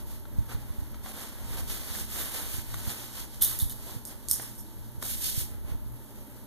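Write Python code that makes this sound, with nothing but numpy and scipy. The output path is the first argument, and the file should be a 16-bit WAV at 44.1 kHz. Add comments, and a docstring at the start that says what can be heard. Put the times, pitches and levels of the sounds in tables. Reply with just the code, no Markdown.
"""A soft paper napkin rustles as hands are wiped on it, at a table in a small room: fibres catch and slip.
Its creases buckle and snap as it is crumpled and put down on a plate of stiff wrappers.
Then bare palms brush together and hair is swept back. Arms thud on the table, an appliance hums.
A laptop's two microphone ports pick it up, and its stereo widening hollows the sound."""
import sys
import numpy as np
from scipy import signal
from scipy.fft import rfft, irfft
from scipy.io import wavfile

SR = 44100
rng = np.random.default_rng(int(sys.argv[2]) if len(sys.argv) > 2 else 0)


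def store_pcm(level_fs):
    """Save levels as 16-bit WAV."""
    pcm = np.round(np.clip(level_fs, -1, 1) * 32767).astype(np.int16)
    wavfile.write(sys.argv[1], SR, np.atleast_2d(pcm).T)


N = 284886
TIME = np.arange(N) / SR
BINS = np.maximum(np.fft.rfftfreq(N, 1 / SR), 1)

# hands wipe on the napkin: fastest_s, length_s, hiss_db, rub_db
WIPES = [(.01, 0.065, -60, -61.5), (.125, 0.15, -57.5, -59), (.52, 0.069, -54, -48), (.7, 1, -64, -60.5),
         (1.085, 0.096, -53, -52.5), (1.21, 0.22, -51.5, -50.5), (1.46, 0.51, -58, -55),
         (1.57, 0.18, -50.5, -49.5), (1.73, 0.13, -45.5, -51), (1.87, 0.25, -50.5, -53),
         (1.98, 0.16, -45, -51), (2.2, 0.21, -42, -48.5), (2.38, 0.29, -45, -47.5),
         (2.55, 0.16, -45.5, -54.5), (2.78, 0.29, -51.5, -54), (2.9, 0.11, -44, -49.5),
         (3.0, 0.26, -51, -54), (3.19, 0.17, -49.5, -53.5), (3.35, 0.12, -58, -62)]
# the napkin rustles as it is lifted and put down: fastest_s, length_s, hiss_db, rub_db
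SETTLES = [(3.51, 0.21, -27.5, -56), (3.75, 0.44, -44.5, -57), (3.9, 0.23, -34, -50.5),
           (4.11, 0.098, -37, -52.5), (4.22, 0.55, -47, -58.5), (4.42, 0.33, -35.5, -71),
           (4.8, 1, -47, -70)]
# tone colour of rubbed paper: frequency_hz, gain_db
NAPKIN_COLOUR = [(150, -10.5), (300, -12.5), (600, -18), (1200, -21), (2000, -18.5), (3500, -15),
                 (6000, -15.5), (8500, -12.5), (11500, -8.5), (14000, -14), (15400, -18.5)]
# the napkin buckles in bursts: start_s, rise_s, hold_s, fall_s, level_db
CRUMPLES = [(3.41, 0.001, 0.012, 0.004, -28.5), (3.416, 0.005, 0.028, 0.024, -21),
            (3.588, .001, 0.032, 0.021, -28), (3.696, .001, 0.026, 0.012, -36)]
# tone colour of buckling paper: frequency_hz, gain_db
CRUMPLE_COLOUR = [(700, -21), (2200, -40), (3700, -29), (6000, -16), (8500, -3), (11500, 6), (14000, -6),
                  (15400, 1)]
# the wrappers give way under the napkin: start_s, rise_s, hold_s, fall_s, level_db
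WRAPPER_SHIFTS = [(4.053, .002, 0.031, .012, -43.5), (4.286, 0.0015, 0.028, .005, -33.5),
                  (4.313, 0.008, 0.022, 0.025, -28.5), (4.415, .003, .02, .02, -42),
                  (4.55, .003, .005, .008, -48), (4.578, 0.003, 0.03, 0.014, -45)]
# tone colour of the wrappers: frequency_hz, gain_db
WRAPPER_COLOUR = [(1500, -39), (3200, -21), (4200, -35), (5300, -3), (6700, -13), (9300, 5), (11700, 6),
                  (14000, -1), (15400, -17)]
# single creases snap, thin in the napkin, full in the wrappers: start_s, level_db, pitch_ratio, ring_db
SNAPS = [(3.4235, 0, 1.24, -14), (3.4248, -1, 1.27, -14), (3.4285, -6, 1.2, -12), (3.434, -1, 1.24, -14),
         (3.4395, -7, 1.2, -12), (3.4455, -7, 1.15, -12), (3.448, -4, 1.2, -12), (3.589, -12, 1.22, -10),
         (3.697, -19.5, 1.15, -8), (4.0525, -17, .92, -2), (4.0722, -26, 1, 0), (4.2856, -13, .85, 3),
         (4.2993, -15, .88, 2), (4.306, -16, 1, 0), (4.3125, 2, 1, -1.5), (4.322, -10, 1.15, -4),
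         (4.327, -12, 1.05, -4), (4.3327, -7, 1.1, -3)]
# the brief ring of a taut crease: pitch_hz, t60_s, level_db
CREASE_MODES = [(5600, .007, -17), (7500, .003, -22), (9300, .005, -10), (11900, .003, -15),
                (14500, .002, -20)]

# the palms brush past each other: fastest_s, length_s, hiss_db, rub_db
BRUSHES = [(5.05, 0.071, -38, -54.5), (5.11, 0.13, -33, -68), (5.26, 0.2, -32.5, -61),
           (5.395, 0.12, -32.5, -59.5)]
# hair is swept back: fastest_s, length_s, hiss_db, rub_db
HAIR_SWEEPS = [(5.533, 0.21, -80, -62.5), (5.709, 0.12, -54, -55), (6.213, 1, -57, -65.5)]
# tone colour of skin and hair: frequency_hz, gain_db
SKIN_COLOUR = [(400, -7), (1100, -20.5), (2000, -13.5), (3500, -8.5), (6000, -7.5), (8500, -4),
               (11500, 0.5), (14000, -5.5), (15400, -5.5)]
# the palms meet with a light slap: start_s, rise_s, hold_s, fall_s, level_db
SLAPS = [(5.0255, .0005, .002, .0015, -29)]
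# soft pats of the hands: start_s, fade_s, level_db, top_hz
PATS = [(0.252, .005, -46.5, 1700), (.492, .014, -49, 2000), (0.546, .009, -47, 1800),
        (.942, .008, -44.5, 2000), (1.045, .008, -51, 1500), (1.058, .011, -40.5, 1300),
        (3.512, .014, -46.5, 2200), (3.72, .004, -47, 1500), (3.892, .006, -43, 1600),
        (4.361, .007, -51, 1500), (4.396, .006, -37.5, 1700), (4.425, .012, -47, 2000),
        (5.024, .004, -33.5, 1800)]
# a light tick on something hard: start_s, level_db
TICKS = [(2.7425, -31.5)]
# the ring of that tick: pitch_hz, t60_s, level_db
TICK_MODES = [(1150, .014, -4), (1450, .014, -3), (1880, .3, -22), (2050, .012, -5), (3700, .008, 0),
              (6500, .005, -3)]

# arms bump the table: start_s, level_db, pitch_hz
BUMPS = [(0.326, -29.5, 93), (0.384, -13, 76), (0.404, -21, 95), (0.545, -19, 72), (0.703, -21.5, 80),
         (0.782, -21.5, 70), (0.82, -23, 80), (1.588, -29, 90), (1.62, -28, 67.6), (1.903, -26, 64),
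         (2.539, -26, 94), (2.581, -23.5, 82), (2.872, -19.5, 91), (3.623, -14, 73), (3.653, -23, 50),
         (3.961, -23.5, 118), (4.978, -25.5, 89), (5.375, -17, 103), (5.415, -27, 66), (5.513, -29, 89),
         (5.546, -27, 85), (5.646, -25, 59), (5.716, -20, 76), (5.746, -23.5, 78), (5.862, -28, 55)]
# the table trembles as the arms move on it, and calms when they lift: time_s, level_db
TREMBLE_LEVELS = [(0, -42.5), (.4, -41), (1.2, -40.5), (2.8, -42.5), (3.7, -37.5), (4.501, -47.5),
                  (5.65, -39), (6.15, -49), (6.46, -47)]
# tone colour of room rumble and microphone hiss: frequency_hz, gain_db
ROOM_TONE_COLOUR = [(25, -20), (60, 8), (150, -9), (260, 3), (450, -12), (900, -23), (1500, -22),
                    (2300, -28), (3300, -27), (5500, -30), (9000, -26), (11600, -15), (13500, -22),
                    (15400, -29)]
# resonances of the humming appliance: pitch_hz, width_hz, level_db
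HUM_BANDS = [(120.7, 7, -48.5), (212, 20, -55), (232, 29, -61), (322, 114, -62.5), (591, 48, -68.5),
             (834, 14, -75), (908, 106, -67)]

# how alike the two ports hear the sound: frequency_hz, likeness_ratio
PORT_LIKENESS = [(30, 0.9), (150, 1), (400, 0.88), (800, 0.63), (1800, 0.04)]
# the left port is the duller one: frequency_hz, gain_db
LEFT_PORT_EQ = [(4000, -.3), (7000, -2.5), (10000, -8.5), (15000, -8)]
# how much of each port the widening takes from the other: frequency_hz, share_ratio
WIDEN_SHARE = [(300, 0.7), (2500, 0.95), (4000, 0.49), (7500, 0.33), (11000, 0.59), (14000, 0.98)]

STROKE_RISE, STROKE_FALL = 0.45, 0.39  # shares of a stroke's length
BODY_HZ, BODY_SWING_DB, BODY_PER_S = (2800, 7500), 1.4, 28
LEAN_RIGHT_DB = [[-2], [0]]
ROOM_T60_S = 0.47


def rubbing(strokes, spectrum, hiss_db, rub_db, split_hz, per_s, spread_db, rough_db):
    """Fibres catch and slip by the thousand: bright hiss from the surface, dull rub from the hands."""
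    hiss_gain, rub_gain = stroke_swells(strokes)
    colour = from_db(at_hz(spectrum))
    lows = 1 / np.sqrt(1 + (BINS / split_hz) ** 4)
    hiss = at_ports(grains(per_s, spread_db), colour * np.sqrt(1 - lows ** 2))
    # as the surface bends, the body of the rustle comes and goes
    body_gain = from_db(BODY_SWING_DB * flutter(BODY_PER_S))
    hiss = hiss + band(hiss, *BODY_HZ, order=1) * (body_gain - 1)
    rub = at_ports(grains(per_s, spread_db), colour * lows)
    roughness = from_db(rough_db * flutter(per_s=110))
    return (hiss * hiss_gain * from_db(hiss_db) + rub * rub_gain * from_db(rub_db)) * roughness


def stroke_swells(strokes):
    """Hiss and rub envelopes: each stroke swells to its fastest moment; overlaps add in power."""
    hiss_power, rub_power = 0, 0
    for fastest_s, length_s, hiss_db, rub_db in strokes:
        age = (TIME - fastest_s) / length_s
        width = np.where(age < 0, STROKE_RISE, STROKE_FALL)
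        swell = np.exp(-np.minimum((age / width) ** 2, 20))
        hiss_power += (from_db(hiss_db) * swell) ** 2
        rub_power += (from_db(rub_db) * swell) ** 2
    return np.sqrt(hiss_power), np.sqrt(rub_power)


def creases(level_db=-5):
    """Here and there a small fold gives way as the napkin is wiped on or put down."""
    wipe_gain, _ = stroke_swells(WIPES)
    settle_gain, _ = stroke_swells(SETTLES)
    envelope = from_db(level_db) * (wipe_gain + 0.05 * settle_gain)
    ticks = folds(per_s=260, spread_db=2.8, low_hz=2200, high_hz=10000, cycles=4)
    return room(ticks * envelope * from_db(LEAN_RIGHT_DB), wet_db=-4)


def folds(per_s, spread_db, low_hz, high_hz, cycles, count=18):
    """Small folds give way at random, each ringing for some cycles at its own pitch; rms 1."""
    hits = grains(per_s, spread_db)[0]
    fold_of_hit = rng.integers(0, count, N)
    pitches = np.geomspace(low_hz, min(high_hz, .4 * SR), count)
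    pitches *= np.exp(.03 * rng.standard_normal(count))
    out = 0
    for fold, hz in enumerate(pitches):
        ring = ringing(hits * (fold_of_hit == fold), [(hz, cycles / hz, 0)])
        out += np.sqrt(hz) * ring  # short high rings carry as much energy as long low ones
    return rms_one(out)


def crumpling(bursts, spectrum, per_s, spread_db, wet_db):
    """Each squeeze sets off an avalanche of tiny clicks, the sound of buckling creases."""
    avalanche = at_ports(grains(per_s, spread_db), from_db(at_hz(spectrum)))
    return room(squeeze(bursts) * avalanche, wet_db)


def squeeze(bursts):
    """Force envelope: each burst rises, holds and lets go."""
    force = 0
    for start_s, rise_s, hold_s, fall_s, db in bursts:
        age = TIME - start_s
        attack = np.clip(age / rise_s, 0, 1)
        release = np.exp(-np.maximum(age - rise_s - hold_s, 0) / fall_s)
        force += from_db(db) * attack * release
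    return force


def crackle(paper_db=-13, plastic_db=-10):
    """Under a squeeze the larger facets ring out: briefly in paper, longer in the stiff wrappers."""
    paper = folds(per_s=900, spread_db=1, low_hz=3200, high_hz=7400, cycles=45)
    paper *= squeeze(CRUMPLES) * from_db(paper_db)
    plastic = folds(per_s=600, spread_db=1, low_hz=4800, high_hz=10500, cycles=130)
    plastic *= squeeze(WRAPPER_SHIFTS) * from_db(plastic_db)
    return room((paper + plastic) * from_db(LEAN_RIGHT_DB), wet_db=-6)


def snaps(crack_db=8, knock_db=-19):
    """A crease flips over with a sharp crack; the stiffer the sheet around it, the more that rings."""
    out = 0
    for start_s, db, pitch_ratio, ring_db in SNAPS:
        flip = clicks([(start_s, db)])
        modes = [(hz * pitch_ratio, t60_s, level_db) for hz, t60_s, level_db in CREASE_MODES]
        ring = band(ringing(flip, modes), 4800, 16000, order=4)
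        knock = from_db(knock_db) * band(flip, 900, 3500)
        crack = from_db(crack_db) * band(flip, 7500 * pitch_ratio, 13500 * pitch_ratio, order=3)
        out += crack + from_db(ring_db) * (ring + knock)
    return room(out * from_db(LEAN_RIGHT_DB), wet_db=-4, table_db=10)


def slap():
    """For an instant the palms crack against each other before they slide."""
    return crumpling(SLAPS, SKIN_COLOUR, per_s=27000, spread_db=6, wet_db=-17)


def pats(low_hz=220, rise_s=0.001):
    """Soft pats of the hands: short, broad puffs, each with its own length and brightness."""
    out = 0
    for start_s, fade_s, db, top_hz in PATS:
        age = np.clip(TIME - start_s, 0, 20 * fade_s)
        envelope = from_db(db) * (1 - np.exp(-age / rise_s)) * np.exp(-age / fade_s)
        air = band(rng.standard_normal((2, N)), low_hz, top_hz, order=1)
        mid, side = band(air, 100, 3 * top_hz, order=1)
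        out += envelope * rms_one(mid + .5 * side * [[1], [-1]])
    return room(out, wet_db=-4)


def tick():
    """Something small and hard is touched during the wiping, off to the right."""
    return room(ringing(clicks(TICKS), TICK_MODES) * from_db([[-6], [0]]), wet_db=-12.0)


def bumps(nudges_per_s=2.5, nudge_db=-35.5, nudge_hz=85, t60_s=0.045, rise_s=0.0016):
    """Arms bump the table and nudge it at random, shaking the microphones with low, damped thuds."""
    t = TIME[:SR // 2]
    envelope = from_db(-60 * t / t60_s) * (1 - np.exp(-t / rise_s))
    nudge_times = TIME[rng.random(N) < nudges_per_s / SR]
    nudges = [(start_s, nudge_db, nudge_hz * rng.uniform(.7, 1.4)) for start_s in nudge_times]
    shake = np.zeros(N + SR)
    for start_s, db, pitch_hz in BUMPS + nudges:
        thud = band(np.sin(2 * np.pi * pitch_hz * t) * envelope, 25, 260)
        start = round(start_s * SR)
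        shake[start:start + len(t)] += from_db(db) * thud / np.abs(thud).max()
    return shake[:N] * [[-.05], [-1.0]]  # nearly all on the right


def tremble(band_hz=(18.5, 76), uneven_db=3.5):
    """Low, uneven rumble through the table, unrelated at the two microphones."""
    time_s, db = np.transpose(TREMBLE_LEVELS)
    gain = from_db(np.interp(TIME, time_s, db) + uneven_db * flutter(per_s=8.1))
    return gain * rms_one(band(rng.standard_normal((2, N)), *band_hz))


def room_tone(tone_db=-49, hum_trim_db=1):
    """A bed of room rumble and microphone hiss, with the narrow resonances of an appliance."""
    out = from_db(tone_db) * at_ports(rng.standard_normal((2, N)), from_db(at_hz(ROOM_TONE_COLOUR)))
    for hz, width_hz, db in HUM_BANDS:
        resonance = 1 / (1 + (2 * (BINS - hz) / width_hz) ** 2)
        out += from_db(db + hum_trim_db) * at_ports(rng.standard_normal((2, N)), resonance)
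    return out


def sizzle(band_hz=(10500, 14000), per_s=25, fade_s=.004, level_db=-53, spread_db=3.5):
    """The top of the microphone hiss flickers in faint, uneven spits at a nearly steady rate."""
    turns = TIME * per_s + .15 * flutter(per_s=10)  # one turn for each spit
    strengths = from_db(level_db + spread_db * np.clip(rng.standard_normal(512), -2, 2))
    age = (turns % 1) / per_s
    spits = strengths[np.floor(turns).astype(int)] * np.exp(-age / fade_s)
    return spits * rms_one(band(rng.standard_normal((2, N)), *band_hz))


def room(x, wet_db, table_db=-40):
    """Add the walls' tail and a quick cluster of reflections off the table."""
    t = TIME[:SR]
    walls = from_db(-60 * t / ROOM_T60_S) * (1 - np.exp(-t / 0.012))
    table = from_db(table_db) * np.exp(-t / 0.0063)
    fade = walls + table
    response = rng.standard_normal((2, SR)) * fade / np.sqrt(np.sum(fade ** 2))
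    return x + from_db(wet_db) * signal.fftconvolve(x, response, axes=1)[:, :N]


def at_ports(pair, gain):
    """Colour two unrelated signals as mid and side; long waves reach both ports alike. Rms 1."""
    mid, side = rfft(pair)
    alike = np.clip(at_hz(PORT_LIKENESS), 0, .99)
    ports = np.sqrt(1 + alike) * mid + np.sqrt(1 - alike) * side * [[1], [-1]]
    return rms_one(irfft(gain * ports, N))


def grains(per_s, spread_db):
    """Two streams of tiny random clicks of uneven size; rms 1."""
    sizes = from_db(spread_db * np.minimum(rng.exponential(1, (2, N)), 4))
    signs = rng.choice([-1, 1], (2, N))
    return rms_one(sizes * signs * (rng.random((2, N)) < per_s / SR))


def clicks(rows):
    """One impulse for each row of start_s, level_db."""
    out = np.zeros(N)
    for start_s, db in rows:
        out[round(start_s * SR)] += from_db(db)
    return out


def ringing(hits, modes):
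    """Every impulse starts a decaying sine for each mode of pitch_hz, t60_s, level_db."""
    out = 0
    for hz, t60_s, db in modes:
        decay, angle = from_db(-60 / (t60_s * SR)), 2 * np.pi * hz / SR
        feedback = [1, -2 * decay * np.cos(angle), decay * decay]
        out += from_db(db) * signal.lfilter([0, np.sin(angle)], feedback, hits + 1e-18)
    return out


def flutter(per_s):
    """A random wobble that glides between per_s values a second; rms 1."""
    knots = rng.standard_normal(4096)
    return rms_one(np.interp(TIME * per_s, np.arange(len(knots)), knots))


def band(x, low_hz, high_hz, order=2):
    """Causal band-pass."""
    sections = signal.butter(order, [low_hz, min(high_hz, .45 * SR)], "band", fs=SR, output="sos")
    return signal.sosfilt(sections, x + 1e-18)


def at_hz(points):
    """Read a curve on a log-frequency axis."""
    hz, value = np.transpose(points)
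    return np.interp(np.log(BINS), np.log(hz), value)


def from_db(db):
    """Decibels to gain."""
    return 10 ** (np.asarray(db) / 20)


def rms_one(x):
    """Scale to unit rms."""
    return x / np.sqrt(np.mean(x ** 2) + 1e-20)


def scene():
    """Napkin, wrappers, hands, table and room, mixed as they arrive at the two ports."""
    wipe = rubbing(WIPES, NAPKIN_COLOUR, hiss_db=9.5, rub_db=4.0, split_hz=1650,
                   per_s=10000, spread_db=-2.0, rough_db=1.0)
    settle = rubbing(SETTLES, NAPKIN_COLOUR, hiss_db=-9.5, rub_db=1, split_hz=980,
                     per_s=7000, spread_db=1.5, rough_db=0.34)
    palms = rubbing(BRUSHES + HAIR_SWEEPS, SKIN_COLOUR, hiss_db=2.5, rub_db=6.5, split_hz=1400,
                    per_s=6300, spread_db=0.5, rough_db=1.24)
    hands = room(wipe + settle + palms, wet_db=-9.5) + creases() + pats() + slap() + tick()
    napkin = crumpling(CRUMPLES, CRUMPLE_COLOUR, per_s=3000, spread_db=-2.0, wet_db=-6.5)
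    wrappers = crumpling(WRAPPER_SHIFTS, WRAPPER_COLOUR, per_s=9800, spread_db=5.0, wet_db=-12.0)
    foreground = hands + napkin + wrappers + crackle() + snaps()
    return foreground + bumps() + tremble() + room_tone() + sizzle()


def record(dry):
    """The left port is duller; widening takes a delayed share of each from the other; the top is cut."""
    widen_lag_s, cutoff_hz = .000391, 15450
    left, right = rfft(dry)
    ports = np.array([left * from_db(at_hz(LEFT_PORT_EQ)), right])
    crossfeed = np.clip(at_hz(WIDEN_SHARE), 0, 1) * np.exp(-2j * np.pi * BINS * widen_lag_s)
    wide = irfft(ports - crossfeed * ports[::-1], N)
    return signal.sosfilt(signal.ellip(10, .3, 70, cutoff_hz, fs=SR, output="sos"), wide)


dry = scene()
out = record(dry)
store_pcm(out)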